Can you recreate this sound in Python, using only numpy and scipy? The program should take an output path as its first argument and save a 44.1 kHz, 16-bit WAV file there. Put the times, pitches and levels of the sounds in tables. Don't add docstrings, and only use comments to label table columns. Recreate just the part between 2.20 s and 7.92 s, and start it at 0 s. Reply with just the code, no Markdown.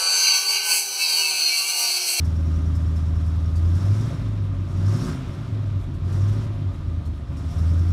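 import sys
import numpy as np
from scipy import signal
from scipy.fft import rfft, irfft, next_fast_len
from scipy.io import wavfile
from scipy.ndimage import uniform_filter1d

SR = 44100
rng = np.random.default_rng(int(sys.argv[2]) if len(sys.argv) > 2 else 0)


def output_pcm(signal):
    pcm = np.clip(np.atleast_2d(signal).T, -1, 1) * 32767
    wavfile.write(sys.argv[1], SR, np.round(pcm).astype(np.int16))


def linear_from_db(decibels):
    return 10 ** (np.asarray(decibels, float) / 20)


N = 252252

CYLINDERS = 8
IDLE_HZ = 80
FULL_LOAD = 0.77

# (time [s], firing rate [Hz])
SPEED = [(0, 79.97), (1.3, 80.0), (1.53, 86.87), (1.83, 110.5), (1.91, 115), (2.3, 96), (2.45, 91.81),
         (2.64, 95.58), (2.8, 112.3), (2.97, 132.5), (3.15, 116.7), (3.3, 108.5), (3.79, 86.8), (4.06, 100),
         (4.24, 109.3), (4.6, 87.62), (5.04, 71), (5.72, 87.7)]
# (time [s], throttle opening [0-1])
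THROTTLE = [(0, 0.64), (1.33, 0.52), (1.6, 0.85), (1.91, 0.57), (1.97, 0.28), (2.3, 0), (2.43, 0.13),
            (2.72, 0.94), (2.9, 0.82), (2.97, 0.13), (3.8, 0), (3.93, 0.71), (4.24, 0.42), (4.285, 0.02),
            (5.05, 0.08), (5.19, 0.51), (5.39, 0.87), (5.72, 0.61)]


def follow(curve):
    return np.interp(np.arange(N) / SR, *np.transpose(curve))


def evened(x):
    return x / np.sqrt(np.mean(x ** 2) + 1e-20)


def colour(x, points, peaks=()):
    size = next_fast_len(N + SR)
    hz = np.fft.rfftfreq(size, 1 / SR)
    point_hz, point_db = np.transpose(points)
    gain_db = np.interp(np.log(hz + 1), np.log(point_hz + 1), point_db, -90, -90)
    for at_hz, width_hz, top_db in peaks:
        gain_db += top_db / (1 + (2 * (hz - at_hz) / width_hz) ** 2)
    return evened(irfft(rfft(x, size) * linear_from_db(gain_db), size)[:N])


def wander(per_s, count=1):
    t = np.arange(0, N + 256, 256) / SR
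    hz = np.geomspace(per_s / 10, per_s, 12)
    phase = rng.random((count, 12, 1))
    slow = (np.sin(2 * np.pi * (hz[:, None] * t + phase)) / np.sqrt(6)).sum(1)
    return np.array([np.interp(np.arange(N) / SR, t, row) for row in slow])


def flatten(x, seconds):
    size = round(seconds * SR)
    power = uniform_filter1d(uniform_filter1d(x ** 2, size), size)
    return x / np.sqrt(power + 1e-9)


def patchy(x, patchy_db, frames=5, bins=12):
    z = signal.stft(x, nperseg=256)[2]
    patches = uniform_filter1d(rng.standard_normal(z.T.shape), frames, 0)
    patches = uniform_filter1d(patches, bins, 1)
    swollen = z * linear_from_db(patchy_db * evened(patches.T))
    return evened(signal.istft(swollen, nperseg=256)[1][:N])


def effort_db(shut_db, open_db, shut_db_per_hz, open_db_per_hz):
    throttle = follow(THROTTLE)
    slope = shut_db_per_hz + (open_db_per_hz - shut_db_per_hz) * throttle
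    return shut_db + open_db * throttle + slope * (follow(SPEED) - IDLE_HZ)


def missed_db():
    # (time [s], loss [dB])
    misses = [(2.36, -5), (2.495, -5), (2.8, -5), (3.635, -13), (3.785, -5.5), (4.54, -7), (4.625, -8.5),
              (4.83, -4), (4.975, -8), (5.06, -15), (5.21, -8), (5.33, -15)]
    miss_s = 0.026
    t = np.arange(N) / SR
    return sum(db * np.exp(-((t - s) / miss_s) ** 2) for s, db in misses)


def walls(x, t60_s=0.18, wet=0.072):
    t = np.arange(SR // 4) / SR
    hits = rng.choice([-1., 1.], len(t)) * (rng.random(len(t)) < .1)
    tail = hits * linear_from_db(-60 * t / t60_s) * (t > .002)
    reflected = signal.oaconvolve(x, tail / np.linalg.norm(tail))[:N]
    return np.sqrt(1 - wet) * x + np.sqrt(wet) * reflected


def floor_pan(swell_db=2.5):
    # (frequency [Hz], level [dB])
    floor_mode = [(25, -30), (42, -16), (51.5, 0), (62, -18), (90, -40)]
    drum = flatten(colour(rng.standard_normal(N), floor_mode), seconds=.12)
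    return linear_from_db(effort_db(-37.5, -.5, 0.0, 0.0) + swell_db * wander(per_s=3)[0]) * drum


def fan():
    # (frequency [Hz], level [dB])
    fan_air = [(1200, -18), (2000, 2), (3300, -1), (4500, -18), (6000, -30)]
    rush = patchy(colour(rng.standard_normal(N), fan_air), patchy_db=0.5)
    return linear_from_db(effort_db(-72, -4, 0.3524, 0.3357)) * rush


def puff_rows(firings):
    # (time [s], peak level [dB], whistle pitch [Hz])
    big_puffs = [(0.043, -36.5, 5550), (0.547, -38, 5250), (0.757, -39.5, 5360), (1.059, -41, 5340),
                 (1.3544, -35.5, 4700), (1.55, -38.5, 5400), (1.648, -39, 5200), (1.845, -46, 5500),
                 (3.738, -48, 4406), (3.9223, -39, 5770), (4.0794, -41, 6203), (4.1195, -45, 5600),
                 (4.8509, -43, 4300), (5.164, -40.5, 5530), (5.302, -40.5, 5427), (5.3782, -39, 5570)]
    first_firing = 4.9
    usual_db, load_gain_db, spread_db = -57.5, 18, 1
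    usual_hz, wide_gap_hz, spread_hz = 5530, 4850, 110
    whistle, big_whistle = .74, .5
    throttle = follow(THROTTLE)
    rows = [(s, db, hz, big_whistle) for s, db, hz in big_puffs]
    at = np.flatnonzero(np.diff(np.floor((firings - first_firing) / CYLINDERS)))
    for i, (level_luck, pitch_luck, gap_luck) in zip(at, rng.standard_normal((100, 3))):
        if min(abs(i / SR - puff[0]) for puff in big_puffs) > .04:
            load_db = load_gain_db * min(throttle[i] / FULL_LOAD, 1)
            hz = wide_gap_hz if gap_luck > .8 else usual_hz
            peak_db = usual_db + load_db + spread_db * level_luck
            rows.append((i / SR, peak_db, hz + spread_hz * pitch_luck, whistle))
    return rows


def leak(firings, rise_s=0.0082, fall_s=.018, width_hz=260):
    # (frequency [Hz], level [dB])
    gas_spectrum = [(3500, -24), (5000, 3.5), (8000, 1), (12000, -4.5), (15900, -23)]
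    t, out = np.arange(SR // 4) / SR, np.zeros(N + SR)
    air = colour(rng.standard_normal(N), gas_spectrum)
    envelope = (1 - np.exp(-t / rise_s)) * np.exp(-t / fall_s)
    smooth = signal.butter(2, width_hz / 2, fs=SR)
    for s, peak_db, hz, whistle in puff_rows(firings):
        a, b = rng.standard_normal((2, len(t)))
        fuzz = signal.lfilter(*smooth, a + 1j * b)
        tone = evened((fuzz * np.exp(2j * np.pi * hz * t)).real)
        at = round(s * SR)
        gas = (1 - whistle) * np.resize(air[at:], len(t)) + whistle * tone
        out[at:at + len(t)] += linear_from_db(peak_db - 4.5) * envelope * gas
    seep = linear_from_db(-72.5 + 3.3 * wander(per_s=23)[0]) * air
    return out[:N] + seep


def intake(firings):
    # (frequency [Hz], level [dB])
    hiss_spectrum = [(700, -18), (1000, -3), (1250, 11.5), (1600, 7.5), (2200, -19), (3200, -6.5),
                     (4400, -2.5), (5050, 1), (5770, 0), (7660, -5), (10000, -8.5), (13500, -17.5),
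                     (15900, -26)]
    gulp_db = 0.65 * np.cos(2 * np.pi * firings + 6.4) + 0.61 * wander(per_s=15)[0]
    air = colour(rng.standard_normal(N), hiss_spectrum, [(5550, 260, 4.9), (5100, 120, 2.2)])
    return linear_from_db(effort_db(-68, 20.5, 0.23, 0.1881) - 0.5 + gulp_db) * patchy(air, patchy_db=1.5)


def clatter(firings, tick_db=1.0, ticks_per_s=2500):
    # (frequency [Hz], level [dB])
    clatter_spectrum = [(300, -38), (380, -7), (420, -8.5), (560, -4.5), (780, -9), (1000, -6), (1500, -12),
                        (2000, -14.5), (3440, -21.5), (4400, -23.5), (8000, -35), (11200, -42),
                        (15900, -49)]
    # (frequency [Hz], width [Hz], gain [dB])
    block_modes = [(370.7, 85, 9.5), (469.5, 21.4, 7), (573, 74, 4.5), (696, 28, 6.5), (1226, 170, 5.5),
                   (3650, 1170, 6.5)]
    sizes = linear_from_db(tick_db * np.minimum(rng.exponential(1, N), 5))
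    ticks = sizes * (rng.random(N) < ticks_per_s / SR) * rng.choice([-1., 1.], N)
    drive = evened(ticks) + 1.37 * rng.standard_normal(N)
    beat_db = 0.44 * np.cos(2 * np.pi * firings) + 0.063 * wander(per_s=16)[0]
    ringing = patchy(colour(drive, clatter_spectrum, block_modes), patchy_db=0.85)
    return linear_from_db(effort_db(-50.5, 5.5, 0.0971, 0.1285) + 1.0 + beat_db) * ringing


def throb(firings, waver_db=3):
    # (frequency [Hz], level [dB])
    cabin_response = [(5, -32), (30, -16), (43, -6.5), (52, -6.5), (65, -15.5), (74, -6), (100, 1),
                      (122, -8.5), (150, -4.5), (178, -10.5), (210, -12.5), (265, -11.5), (370, -20.5),
                      (410, -28)]
    # (frequency [Hz], width [Hz], gain [dB])
    panel_modes = [(87, 6, 9), (131, 6, 6), (146, 7, 8), (267, 10, 5), (292, 10, 2)]
    cycle_orders = {4: -6, 5: -4, 6: -7, 10: 0, 11: 0, 12: -8, 13: -1, 14: -5, 15: -4, 17: -4, 18: -6, 27:
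                    -2, 29: -1, 32: -2, 38: -4, 39: -1}
    faint_db = -8
    rough_coasting, rough_pulling, steady_throttle = .62, .26, .42

    orders = [k for k in range(2, 40) if k % CYLINDERS or k in cycle_orders]
    drift = wander(per_s=4, count=2 * len(orders))
    lines = np.zeros(N)
    for i, k in enumerate(orders):
        level = linear_from_db(cycle_orders.get(k, faint_db) + waver_db * drift[2 * i])
        turns = k * firings / CYLINDERS + rng.random()
        lines += level * np.cos(2 * np.pi * turns + .25 * drift[2 * i + 1])
    burns = np.diff(np.floor(firings), prepend=0) * rng.standard_normal(N)
    shake = .5 * evened(burns) + rng.standard_normal(N)
    throttle = uniform_filter1d(follow(THROTTLE), SR // 10)
    rough = np.interp(throttle, [0, steady_throttle], [rough_coasting, rough_pulling])
    boom = (1 - rough) * colour(lines, cabin_response)
    boom += rough * colour(shake, cabin_response, panel_modes)
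    return linear_from_db(effort_db(-30.5, 3, -0.013, 0.085) + .45 * missed_db()) * flatten(boom, seconds=.25)


def note_level_db(speed, throttle, load):
    # (firing rate [Hz], coasting level [dB], full-load level [dB])
    cabin_boom = [(71, -29, -25), (73.5, -29.5, -29), (80, -25, -19.5), (84.7, -28, -15),
                  (91.7, -27, -18.5), (92.5, -25.5, -25), (95.8, -23.5, -19.5), (100.3, -24.5, -15),
                  (108.4, -27, -20.5), (114, -39, -22.5), (120.7, -46, -45), (135, -23.5, -31)]
    lift_db, lift_s = -6.5, 0.05
    hz, coast_db, full_db = np.transpose(cabin_boom)
    closing = uniform_filter1d(-np.gradient(throttle) * SR * lift_s, round(lift_s * SR))
    lift = np.clip(closing, 0, 1)
    boom_db = (1 - load) * np.interp(speed, hz, coast_db) + load * np.interp(speed, hz, full_db)
    return boom_db + 2 * lift_db * lift + missed_db()


def firing_note(firings):
    # (firing rate [Hz], second [dB], third [dB])
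    overtones = [(72, -45, -59), (80, -32.5, -42.5), (85.6, -42, -47.5), (100, -47, -69), (119, -50, -38),
                 (130.3, -27.5, -49)]
    overtone_load_db = 10
    speed, throttle = follow(SPEED), follow(THROTTLE)
    load = np.clip(throttle / FULL_LOAD, 0, 1)
    hz, second_db, third_db = np.transpose(overtones)
    coast_loss_db = overtone_load_db * (1 - load)
    second_db = np.interp(speed, hz, second_db) - coast_loss_db
    third_db = np.interp(speed, hz, third_db) - coast_loss_db
    phase, burn_db = 2 * np.pi * firings, wander(per_s=28, count=2)
    note = linear_from_db(note_level_db(speed, throttle, load) + .6 * burn_db[0]) * np.cos(phase)
    note += linear_from_db(second_db + 0.24 * burn_db[1]) * np.cos(2 * phase + .5)
    note += linear_from_db(third_db) * np.cos(3 * phase + 1.33)
    return np.sqrt(2) * note


def scene():
    firings = np.cumsum(follow(SPEED)) / SR + 0.55
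    engine_bay = fan() + leak(firings) + intake(firings) + clatter(firings)
    return (walls(engine_bay) + floor_pan() + throb(firings) + firing_note(firings))[None]


def roll_off(x):
    return signal.sosfilt(signal.butter(12, 15710, fs=SR, output="sos"), x)


def record(dry, ceiling=0.43):
    mix = ceiling * np.tanh(dry / ceiling)
    return roll_off(mix)


dry = scene()
out = record(dry)
output_pcm(out)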